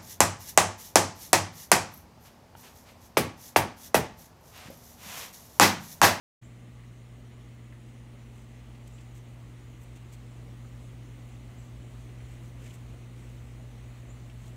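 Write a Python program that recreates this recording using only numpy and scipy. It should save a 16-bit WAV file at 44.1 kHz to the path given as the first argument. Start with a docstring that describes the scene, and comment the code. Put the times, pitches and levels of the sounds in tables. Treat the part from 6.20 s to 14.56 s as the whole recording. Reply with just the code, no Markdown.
"""In a quiet outdoor aviary, a hand strokes the neck feathers of a large ground bird that hardly stirs.
The feathers whisper and crackle as their tiny branches, the barbs, catch and slip.
A few faint ticks sound close by, and a small bird chips far away every few seconds.
Cooling machines hum some way off under a steady hiss of air; both grow as the microphone drifts closer."""
import sys
import numpy as np
from scipy import signal
from scipy.fft import rfft, irfft, next_fast_len
from scipy.io import wavfile
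from scipy.ndimage import uniform_filter1d, map_coordinates

SR = 44100
rng = np.random.default_rng(int(sys.argv[2]) if len(sys.argv) > 2 else 0)


def materialize(psi):
    """Save the field psi as 16-bit PCM at rate SR to the path in sys.argv[1].

    A 1-D psi becomes a single channel; in a 2-D psi each row is a channel.
    """
    bounded = np.clip(np.atleast_2d(psi).T, -1, 1)
    quanta = np.round(bounded * 32767).astype(np.int16)
    wavfile.write(sys.argv[1], SR, quanta)


N = 368676


def amp(db):
    """Turn decibels into a number to multiply a sound by."""
    return 10 ** (np.asarray(db) / 20)


def unit(x):
    """Scale a sound so its average strength (rms) is 1."""
    return x / np.sqrt(np.mean(x ** 2) + 1e-20)


def clock():
    """The time of every sample, in seconds."""
    return np.arange(N) / SR


def along(points, hz):
    """Read between the rows of a (pitch_hz, value) table, with octaves evenly spaced."""
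    pitches, values = np.transpose(points)
    return np.interp(np.log(hz + 1), np.log(pitches + 1), values)


def wobble(turns_per_s):
    """A smooth random curve that wanders around zero."""
    return map_coordinates(rng.standard_normal(512), [clock() * turns_per_s + 2], mode="mirror")


def swell(t, half_s):
    """A bell-shaped rise and fall around t = 0."""
    return np.exp(-.5 * (t / half_s) ** 2)


def filtered(x, gain_at):
    """Turn each pitch in a sound up or down by gain_at(hz)."""
    size = next_fast_len(len(x) + 8192)
    return irfft(rfft(x, size) * gain_at(np.fft.rfftfreq(size, 1 / SR)), size)[:len(x)]


def add(track, start_s, sound):
    """Mix a sound into the track."""
    part = track[max(round(start_s * SR), 0):][:len(sound)]
    part += sound[:len(part)]


def nearing(start_db, gained_db, start_s=0.39, end_s=6.16):
    """The level in dB of a steady sound while the microphone eases closer."""
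    progress = np.clip((clock() - start_s) / (end_s - start_s), 0, 1)
    return start_db + gained_db * np.sin(np.pi * progress / 2) ** 2


# The tone of rubbing feathers: pitch_hz, relative_db
FEATHER_TONE = [(800, -25), (2200, 5.5), (4800, -5.5), (7500, 4), (9500, -3), (10500, -9), (13000, -5.5),
                (15700, -12)]
def swish(size, tilt_db, slips_per_s=1800):
    """Barbs slip in turn: tiny snaps over soft rubbing noise. More tilt sounds brighter."""
    snaps = unit(rng.standard_normal(size) * (rng.random(size) < slips_per_s / SR))
    rubbing = snaps + 0.98 * rng.standard_normal(size)
    tone = lambda hz: amp(along(FEATHER_TONE, hz) + tilt_db * np.log2(np.maximum(hz, 500) / 5000))
    return unit(filtered(rubbing, tone))


def stroking(start_s=3.1, up_and_down_s=1.13, level_db=-72.5):
    """The hand brushes up and down; the feathers whisper with its speed and rest at each turn."""
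    speed = np.abs(np.sin(2 * np.pi * np.maximum(clock() - start_s, 0) / up_and_down_s))
    return amp(level_db + 2 * wobble(8)) * speed * swish(N, tilt_db=-2)


# The bird shifts or the fingers catch a feather: middle_s, half_length_s, level_db, tilt_db_per_octave
RUSTLES = [(2.18, 0.054, -69, 1), (2.37, .04, -64, -8), (2.678, 0.0059, -63.5, 2), (2.758, 0.07, -69, -1),
           (2.968, 0.017, -61.5, 0), (3.627, .013, -62.5, 7), (3.765, .01, -58.5, -1),
           (3.938, 0.0096, -54, 1.5), (4.982, 0.063, -69, -6), (5.812, 0.044, -68, -0.5),
           (6.12, .043, -65, -2), (6.252, 0.034, -67.5, 2), (6.466, .005, -54, -5),
           (6.478, 0.054, -59.5, -2), (6.547, .007, -57, 2), (7.041, 0.074, -69, 0), (8.259, 0.044, -65, 0)]
def feather_rustles(crackle_db=2.0, catches_per_s=190):
    """Each rustle swells and fades, crackling as the barbs catch and let go."""
    out, t = np.zeros(N), np.arange(-SR // 2, SR // 2) / SR
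    for middle_s, half_s, level_db, tilt_db in RUSTLES:
        add(out, middle_s + t[0], amp(level_db) * swell(t, half_s) * swish(len(t), tilt_db))
    return out * unit(amp(crackle_db * wobble(catches_per_s)))


# Small dry ticks close by: start_s, level_db, pitch_hz
LIGHT_TICKS = [(0.593, -59, 1950), (0.634, -56, 2030), (1.524, -54, 1880), (2.55, -54.5, 2400),
               (2.782, -55.5, 2850), (2.808, -57, 7600), (4.445, -55, 1200), (5.89, -56, 2510),
               (6.003, -52.5, 2110), (6.505, -53, 2870), (8.097, -51.5, 2600)]
def ticks(rise_s=0.001, fade_s=0.065, dull_above_hz=5000, sharpness=5):
    """Each light touch makes a short burst of noise that rings loosely around one pitch."""
    out, t = np.zeros(N), np.arange(SR // 5) / SR
    for start_s, level_db, pitch_hz in LIGHT_TICKS:
        ring = lambda hz: 1j * hz * pitch_hz / (sharpness * (pitch_hz**2 - hz**2) + 1j * hz * pitch_hz)
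        soft_ring = lambda hz: ring(hz) / (1 + (hz / dull_above_hz) ** 2)
        burst = unit(filtered(rng.standard_normal(len(t)), soft_ring))
        loudness = amp(level_db - 60 * t / fade_s) * (1 - np.exp(-t / rise_s))
        add(out, start_s, loudness * burst)
    return out


# The far bird's calls: loudest_s, top_pitch_hz, relative_db
BIRD_CHIPS = [(0.247, 7400, -61), (2.745, 7600, -61), (5.394, 7870, -60.5), (7.906, 7300, -57.5)]
def small_bird(slide_hz=1300, slide_s=0.00555, rise_s=0.0081, fade_s=0.012, rasp_hz=220):
    """A thin, slightly raspy chip slides up to its top pitch and fades there."""
    out, t = np.zeros(N), np.arange(-SR // 10, SR // 10) / SR
    for loudest_s, top_hz, db in BIRD_CHIPS:
        rasp = unit(uniform_filter1d(rng.standard_normal(len(t)), size=40))
        pitch_hz = top_hz - slide_hz / (1 + np.exp((t + .014) / slide_s)) + rasp_hz * rasp
        loudness = amp(db) * 2 / (np.exp(-t / rise_s) + np.exp(t / fade_s))
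        add(out, loudest_s + t[0], loudness * np.sin(2 * np.pi * np.cumsum(pitch_hz) / SR))
    return out


# How long the yard's echo takes to drop by 60 dB: pitch_hz, fade_s
ECHO_FADES = [(300, .4), (3000, 0.54), (12000, 0.3)]
def yard_echo(x):
    """Fences and sheds scatter a sound into a short echo."""
    hz, t, noise = signal.stft(rng.standard_normal(SR // 2), SR, nperseg=256)
    fading = amp(-60 * t / along(ECHO_FADES, hz)[:, None])
    tail = signal.istft(noise * fading, SR, nperseg=256)[1]
    return signal.fftconvolve(x, tail / np.linalg.norm(tail))[:N]


def hum(base_hz, tones, waver_db, drift_radians):
    """Pure tones at multiples of one pitch; the higher ones waver more in level and timing."""
    out = np.zeros(N)
    for multiple, db in tones:
        looseness = np.sqrt(multiple)
        phase = 2 * np.pi * (multiple * base_hz * clock() + rng.random())
        phase += drift_radians * looseness * wobble(1.964)
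        loudness = amp(db + waver_db * looseness * np.tanh(wobble(1.84)))
        out += loudness * np.sqrt(2) * np.sin(phase)
    return out


# The tones of the electric hum: multiple_of_mains, relative_db
COIL_TONES = [(2, 1), (4, -13), (6, -31)]
def coils(mains_hz=60.02):
    """The machines' wire coils hum at twice the rate of the mains power."""
    loudness = amp(nearing(start_db=-50, gained_db=3.5))
    return loudness * hum(mains_hz, COIL_TONES, waver_db=0.54, drift_radians=0.042)


# The tones of the cooling pump: multiple_of_shaft, relative_db
COMPRESSOR_TONES = [(1, 0.5), (2, -7.5), (3, -14.5), (5, -20)]
def compressor(shaft_hz=55.87):
    """The motor turns just under the mains rate and throbs against the hum; its casing drones along."""
    loudness = amp(nearing(start_db=-58.5, gained_db=6.5))
    motor = loudness * hum(shaft_hz, COMPRESSOR_TONES, waver_db=1.0, drift_radians=0.051)
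    # the casing rings at four times the shaft rate and swells once
    casing = np.sin(2 * np.pi * 4 * shaft_hz * clock())
    casing_db = -66 + 9.5 * swell(clock() - 2.03, half_s=0.61)
    return motor + amp(casing_db) * casing


# The tones of the fan motor: multiple_of_shaft, relative_db
FAN_TONES = [(1, -1), (3, -0.5), (8, -17.5), (10, -20.5)]
def fan_motor(shaft_hz=59.14):
    """The fan also slips just behind the mains rate, adding a faint, wavering hum."""
    return amp(-67.5) * hum(shaft_hz, FAN_TONES, waver_db=2.1, drift_radians=.25)


# Where the fan's air stream rings: pitch_hz, width_hz, relative_db
WHIRR_PEAKS = [(853, 62, 0.5), (1178, 113, 1), (2028, 350, 1.5), (2960, 410, -5.5), (6770, 400, -13.5),
               (9400, 560, -11)]
def fan_whirr():
    """Air from the fan sings faintly around a few pitches."""
    peaks = lambda f: sum(amp(db) / (1 + (2 * (f - hz) / width) ** 2) for hz, width, db in WHIRR_PEAKS)
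    loudness = amp(nearing(start_db=-69, gained_db=0.2) + 0.72 * wobble(4.3))
    return loudness * unit(filtered(rng.standard_normal(N), peaks))


def rush(tone, patchy_db):
    """Rushing noise of a given tone, with soft random patches that are louder or quieter."""
    grid = signal.stft(rng.standard_normal(N), nperseg=512)[2]
    patches = uniform_filter1d(rng.standard_normal(grid.shape), size=7, axis=0)  # blur across pitch
    patches = uniform_filter1d(patches, size=12, axis=1)  # blur across time
    noise = signal.istft(grid * amp(patchy_db * unit(patches)), nperseg=512)[1][:N]
    return unit(filtered(noise, lambda hz: amp(along(tone, hz))))


# The tone of the low, middle and high layers of outdoor air: pitch_hz, relative_db
RUMBLE_TONE = [(10, -16), (25, -21), (36, -6.5), (48, 1.5), (62, 5), (74, 5), (90, -5), (130, -7.5),
               (200, -42.5)]
BREEZE_TONE = [(60, -13), (130, -1.5), (190, 0.5), (310, 0.97), (400, -4.5), (600, -7), (930, -12.5),
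               (1200, -13.5), (1550, -16.5), (2050, -16), (2450, -16), (2950, -17.5), (4200, -22.5),
               (6000, -53)]
HISS_TONE = [(2500, -28), (4200, -1.5), (5200, -2.5), (6100, 2), (7000, 3), (8000, 1.5), (8600, -2.5),
             (9700, -0.5), (9950, 1.5), (10250, -41), (11200, -20), (12200, -7.5), (13600, -10),
             (15700, -9)]
def outdoor_air():
    """A distant rumble, the wash of moving air and a fine hiss above it."""
    rumble = amp(nearing(-59, 4.5) + 0.65 * wobble(8.4)) * rush(RUMBLE_TONE, patchy_db=-0.5)
    breeze = amp(nearing(-57.5, 2.5) + 0.09 * wobble(5.5)) * rush(BREEZE_TONE, patchy_db=0.98)
    hiss = amp(nearing(-71, 3)) * rush(HISS_TONE, patchy_db=1.74)
    return rumble + breeze + hiss


def scene():
    """Mix everything into one channel; only the small bird comes with the yard's echo."""
    chips = small_bird()
    far_bird = amp(-1.5) * chips + amp(-4) * yard_echo(chips)
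    background = coils() + compressor() + fan_motor() + fan_whirr() + outdoor_air()
    close_by = feather_rustles() + ticks()
    return (close_by + far_bird + background)[None]


def record(dry, start_s=0.2135, fade_in_s=0.013, highest_hz=15720):
    """The microphone switches on after a moment and misses the very highest pitches."""
    switched_on = np.clip((clock() - start_s) / fade_in_s, 0, 1)
    return np.array([filtered(channel * switched_on, lambda hz: hz < highest_hz) for channel in dry])


dry = scene()
out = record(dry)
materialize(out)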